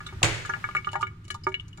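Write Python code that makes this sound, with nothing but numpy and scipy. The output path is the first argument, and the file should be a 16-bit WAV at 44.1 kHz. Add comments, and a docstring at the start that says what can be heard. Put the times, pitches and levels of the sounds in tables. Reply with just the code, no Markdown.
"""A hard little room, a stereo microphone close to a glazed basin. Water drips in off a small foil bowl.
Each drop makes a short rising bubble pulse that rings the hollow of the basin; spray crackles on the foil.
Early on, a sharp knock with a low thump sets the room ringing.
Behind it all, a faint wet hiss dies away under a low rumble."""
import sys
import numpy as np
from scipy import signal
from scipy.fft import rfft, irfft, next_fast_len
from scipy.io import wavfile

SR = 44100
rng = np.random.default_rng(int(sys.argv[2]) if len(sys.argv) > 2 else 0)


def master(y):
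    """Save y as 16-bit WAV."""
    cut = np.clip(np.atleast_2d(y).T, -1, 1)
    pcm = np.round(cut * 32767)  # scale
    wavfile.write(sys.argv[1], SR, pcm.astype(np.int16))


N = 79380

# Reverberation of the room: frequency_hz, t60_s
ROOM_DECAY = [(700, 0.59), (1900, 0.73), (13000, 0.57)]
# Tone of the low rumble: frequency_hz, level_db
RUMBLE_SPECTRUM = [(45, -15.5), (88, -9.5), (106, -0.5), (125, -12.5), (155, -9), (230, -25.5), (380, -29),
                   (1200, -119.5)]
# Soft low bumps before the knock: start_s, peak_db
LOW_BUMPS = [(0.132, -33), (0.165, -28.5)]
# Tone of the wet hiss: frequency_hz, level_db
HISS_SPECTRUM = [(200, 13.5), (700, 0), (1300, 11.5), (3000, 2.5), (7000, -7.5), (16000, -21.5)]
# Course of the hiss: time_s, level_db
HISS_ENVELOPE = [(0, -51), (0.652, -48), (1.149, -62.5)]
# Contacts of the knock: start_s, level_db, t60_s
KNOCK_CONTACTS = [(0.2294, -8, 0.037), (0.2442, -14.5, 0.03), (0.251, -23, 0.099)]
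# Tone of each contact: frequency_hz, level_db
CONTACT_SPECTRUM = [(40, -53.5), (120, -44), (600, 5.5), (1100, 4), (2600, 6.5), (5800, -8.5), (7100, 6.5),
                    (8800, -8), (12500, -25)]
# Ring of the struck body: pitch_hz, level_db, t60_s
BODY_MODES = [(112.6, -23.5, 0.56), (327.1, -28, 0.3), (380.6, -46.5, 0.36), (575, -29, 0.24),
              (703, -35.5, 0.22), (2212, -30.5, 0.66), (6800, -43.5, 0.81)]
# The room's answer to the knock: frequency_hz, level_db
WASH_SPECTRUM = [(50, -4), (140, 0.5), (230, -19.5), (370, -4.5), (550, -10.5), (1050, -14), (2150, -9.5),
                 (4000, -18), (5800, -23), (7100, -21), (9000, -28.5), (13000, -48)]
# Where the knock sits between the microphones: frequency_hz, left_minus_right_db
KNOCK_PAN = [(380, -6.5), (2400, 2.5)]
# Air modes of the basin: pitch_hz, level_db, t60_s, left_minus_right_db
BASIN_MODES = [(378.8, -4, 0.19, -4.5), (620.6, -17, 0.13, 8), (813, -11, 0.1, -4), (929, -9, 0.083, 1),
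               (1215, 4, 0.069, -12.5), (1415.3, -6, 0.12, 7.5), (1690, -1.5, 0.076, 7.5),
               (1895, -18.5, 0.1, 20), (2244, 7, 0.086, -1.5), (2868, 4, 0.034, 11), (2946, 1, 0.086, 1.5),
               (3614, -9, 0.13, 10.5), (3996, -3, 0.05, 10), (4920, -14.5, 0.087, -15),
               (6150, -6, 0.048, -6.5), (6970, -0.5, 0.066, 7.5), (7200, -2, 0.043, -13.5),
               (9250, -2.5, 0.024, -11.5)]
# Tone of the dense reflections in the basin: frequency_hz, level_db
REFLECTION_SPECTRUM = [(600, -19.5), (2000, -16), (4000, 11), (9000, 4), (15000, -7)]
# Spray landing on the foil: start_s, level_db
SPRAY_HITS = [(0.066, -44), (0.456, -43), (0.75, -48.5), (0.763, -49), (0.917, -47.5), (1.009, -42),
              (1.243, -55.5), (1.28, -49.5), (1.304, -36.5), (1.343, -44), (1.44, -53), (1.488, -53),
              (1.680, -56.5), (1.774, -50.5)]
# Tone of a foil crackle: frequency_hz, level_db
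FOIL_SPECTRUM = [(1200, -2.5), (7000, 2), (15000, -8)]
# Drops and their bubbles: start_s, level_db, pitch_hz, life_cycles, left_minus_right_db
DROPS = [(.005, -38.5, 1320, 0.3, -1.5), (0.065, -41.5, 1456, 1.5, -6), (0.064, -39.5, 3700, 2.1, -0.5),
         (0.089, -43.5, 2000, 0.63, 2), (.126, -44, 660, 0.15, 0), (.219, -37.5, 675, 0.73, -5),
         (0.45, -35.5, 1550, 0.72, 6), (0.493, -34, 876, 0.55, -5.5), (0.493, -48.5, 6020, 6, 4),
         (.497, -26.5, 1670, 1.8, 1.5), (0.536, -27, 1500, 0.73, 5.5), (.566, -47, 830, 0.73, -2),
         (.641, -25.5, 1510, 0.57, 1), (0.689, -32.5, 1035, 0.2, -1), (0.711, -46.5, 1800, 0.53, 10),
         (.750, -22.5, 1490, 0.35, 1), (0.767, -24, 2086, 1.13, 4), (.785, -37, 1510, 0.49, -1.5),
         (0.846, -37.5, 2450, 0.4, -0.5), (.870, -25, 1220, 0.68, -4), (0.89, -40.5, 2870, 1.1, 5.5),
         (0.932, -36, 760, 0.43, -1), (.931, -43, 2770, 0.51, 9.5), (.941, -41, 1610, 2, 18.5),
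         (0.954, -25, 900, 0.84, 0.5), (0.956, -34, 1826, 0.6, 10.5), (.960, -48, 670, 0.83, -11.5),
         (.993, -39, 893, 4.3, 0), (1.008, -33.5, 1263, 2.16, -4.5), (1.028, -23, 1240, 0.48, -6.5),
         (1.03, -38, 2800, 1.2, 10), (1.068, -37.5, 2000, 0.49, 3.5), (1.303, -34.5, 2160, 0.36, 9.5),
         (1.347, -36.5, 1035, 1.38, 1.5), (1.436, -45.5, 5090, 2.5, -1), (1.468, -21, 1076, 0.36, -4.5),
         (1.468, -30, 490, 0.29, -5.5), (1.519, -44.5, 2100, 0.55, 4.5), (1.542, -26.5, 2700, 0.85, 5),
         (1.597, -39.5, 3100, 1.9, 8.5), (1.729, -51, 3040, 2.5, 6), (1.782, -48, 858, 0.27, 1)]


def amp(db):
    """Decibels to gain."""
    return 10 ** (np.asarray(db) / 20)


def unit(x):
    """Scale to rms 1."""
    return x / np.sqrt(np.mean(x ** 2) + 1e-20)


def along(points, hz):
    """Read (frequency_hz, value) points on a log axis."""
    frequencies, values = np.transpose(points)
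    return np.interp(np.log(hz + 1), np.log(frequencies + 1), values)


def fade(t, t60):
    """Exponential decay, 60 dB down after t60 seconds."""
    return np.exp(-np.log(1000) * t / t60)


def sides(pan_db):
    """Left and right gains; positive leans left."""
    return amp(np.array([[.5], [-.5]]) * pan_db)


def filtered(x, response):
    """Multiply the spectrum of x by response(hz)."""
    size = x.shape[-1]
    padded = next_fast_len(size + 8192)
    return irfft(rfft(x, padded) * response(np.fft.rfftfreq(padded, 1 / SR)), padded)[..., :size]


def noise(spectrum, size=N):
    """Coloured noise of rms 1, unrelated left and right."""
    return unit(filtered(rng.standard_normal((2, size)), lambda hz: amp(along(spectrum, hz))))


def add(out, start_s, sound):
    """Mix a sound in at start_s."""
    i = max(0, round(start_s * SR))
    out[:, i:i + sound.shape[1]] += sound[:, :max(0, N - i)]


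def rising_pulse(t, hz, life_cycles, rise_per_life=0.01):
    """A tone that swells, dies and climbs in pitch, as a bubble does nearing the surface."""
    age = t * hz / life_cycles
    pitch_hz = hz * (1 + rise_per_life * (np.minimum(age, 20) - 2))
    return age ** 2 * np.exp(-1.4 * age) * np.sin(2 * np.pi * np.cumsum(pitch_hz) / SR)


def background(rumble_db=-44):
    """Behind everything: centred rumble, two soft bumps and a wide wet hiss that dies away."""
    t = np.arange(N) / SR
    rumble = amp(rumble_db) * noise(RUMBLE_SPECTRUM)[0]
    hiss_db = np.interp(t, *np.transpose(HISS_ENVELOPE))
    out = rumble + amp(hiss_db) * noise(HISS_SPECTRUM)
    for start_s, peak_db in LOW_BUMPS:
        bump = rising_pulse(t, hz=91.7, life_cycles=0.56)
        add(out, start_s, amp(peak_db) * bump[None] / np.abs(bump).max())
    return out


def room_decay(x):
    """The hard room lets each frequency die at its own speed."""
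    hz, t, spectra = signal.stft(x, SR, nperseg=256)
    spectra *= fade(t, along(ROOM_DECAY, hz)[:, None])
    return signal.istft(spectra, SR, nperseg=256)[1][:, :x.shape[1]]


def knock(early_db=-24, late_db=-21.5):
    """A hard contact that chatters twice, the struck body's ring and the wash of the room."""
    out, t = np.zeros((2, N)), np.arange(N) / SR
    for start_s, db, t60 in KNOCK_CONTACTS:
        envelope = fade(t, t60) * (1 - np.exp(-t / 0.00055))
        add(out, start_s, amp(db) * sides(pan_db=-1.5) * noise(CONTACT_SPECTRUM) * envelope)
    ring = 0
    for hz, db, t60 in BODY_MODES:
        mic_phase = rng.normal(0, 1, (2, 1)) * min(hz / 700, 1)
        ring += amp(db) * fade(t, t60) * np.sin(2 * np.pi * hz * t + mic_phase)
    early_wash = amp(early_db) * noise(WASH_SPECTRUM) * fade(t, t60=0.14)
    late_wash = amp(late_db) * room_decay(noise(WASH_SPECTRUM))
    attack = 1 - np.exp(-t / 0.0051)
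    add(out, KNOCK_CONTACTS[0][0], (ring + early_wash + late_wash) * attack)
    # The bass reaches both microphones in step.
    bass_side = filtered((out[0] - out[1]) / 2, lambda hz: 1 / (1 + (hz / 450) ** 2))
    return filtered(out - [bass_side, -bass_side], lambda hz: sides(along(KNOCK_PAN, hz)))


def through_basin(source, t, rings, spread_db=3.5, spread_rad=.6, reflection_db=-6, direct_db=-82):
    """The basin answers from a random spot: air modes, dense reflections and a trace of direct sound."""
    gain_draw, phase_draw = rng.standard_normal((2, len(BASIN_MODES)))
    gains = sides(np.array(BASIN_MODES)[:, 3]) * amp(spread_db * gain_draw)
    phases = np.exp(1j * spread_rad * np.outer([1, -1], phase_draw))
    modes = unit(((gains * phases) @ rings).real)
    reflections = unit(noise(REFLECTION_SPECTRUM, len(t)) * fade(t, t60=.055))
    response = modes + amp(reflection_db) * reflections
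    response[:, 0] += amp(direct_db) * np.sqrt(len(t))
    plink = signal.fftconvolve(response, source[None], axes=1)[:, :len(t)]
    return plink / plink[:, :round(.013 * SR)].std(axis=1, keepdims=True)  # first 13 ms at rms 1


def foil_crackle(size, count=5, mean_delay_s=0.0028, trailing_db=-0.5):
    """Water flicks the foil: one snap and a few more close behind."""
    delays = np.minimum(rng.exponential(mean_delay_s * SR, count), size - 1).astype(int)
    snaps = np.bincount(delays, amp(trailing_db) * rng.standard_normal(count), size)
    snaps[0] += 1
    return filtered(np.roll(snaps, 20), lambda hz: amp(along(FOIL_SPECTRUM, hz)))


def drips(splash_db=-44, splash_follows=0.4, left_lag_s=0.00011):
    """Close up: bubble pulses and foil crackles, each ringing the hollow of the basin."""
    out, t = np.zeros((2, N)), np.arange(SR // 5) / SR
    rings = np.array([amp(db) * fade(t, t60) * np.exp(2j * np.pi * hz * t)
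                      for hz, db, t60, _ in BASIN_MODES])
    for start_s, db, hz, life_cycles, pan_db in DROPS:
        bubble = through_basin(rising_pulse(t, hz, life_cycles), t, rings)
        add(out, start_s, amp(db) * sides(pan_db) * bubble)
        # Every drop also flicks the foil, harder when it is big.
        splash = through_basin(foil_crackle(len(t)), t, rings)
        add(out, start_s, amp(splash_db + splash_follows * db) * splash)
    for start_s, db in SPRAY_HITS:
        add(out, start_s, amp(db) * through_basin(foil_crackle(len(t)), t, rings))
    # The water lies a little to the right, so the left microphone hears it later.
    return filtered(out, lambda hz: np.exp(-1j * np.pi * hz * left_lag_s * np.array([[1], [-1]])))


def scene(room_db=-24):
    """At the microphone: close drips with a little room, the knock and the background."""
    water = drips()
    tail = room_decay(rng.standard_normal((2, SR // 2)))
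    reverb = signal.fftconvolve(water, tail / np.linalg.norm(tail[0]), axes=1)[:, :N]
    return water + amp(room_db) * reverb + knock() + background()


def record(dry, top_hz=16000):
    """The recorder keeps nothing above its band limit."""
    return filtered(dry, lambda hz: hz < top_hz)


dry = scene()
out = record(dry)
master(out)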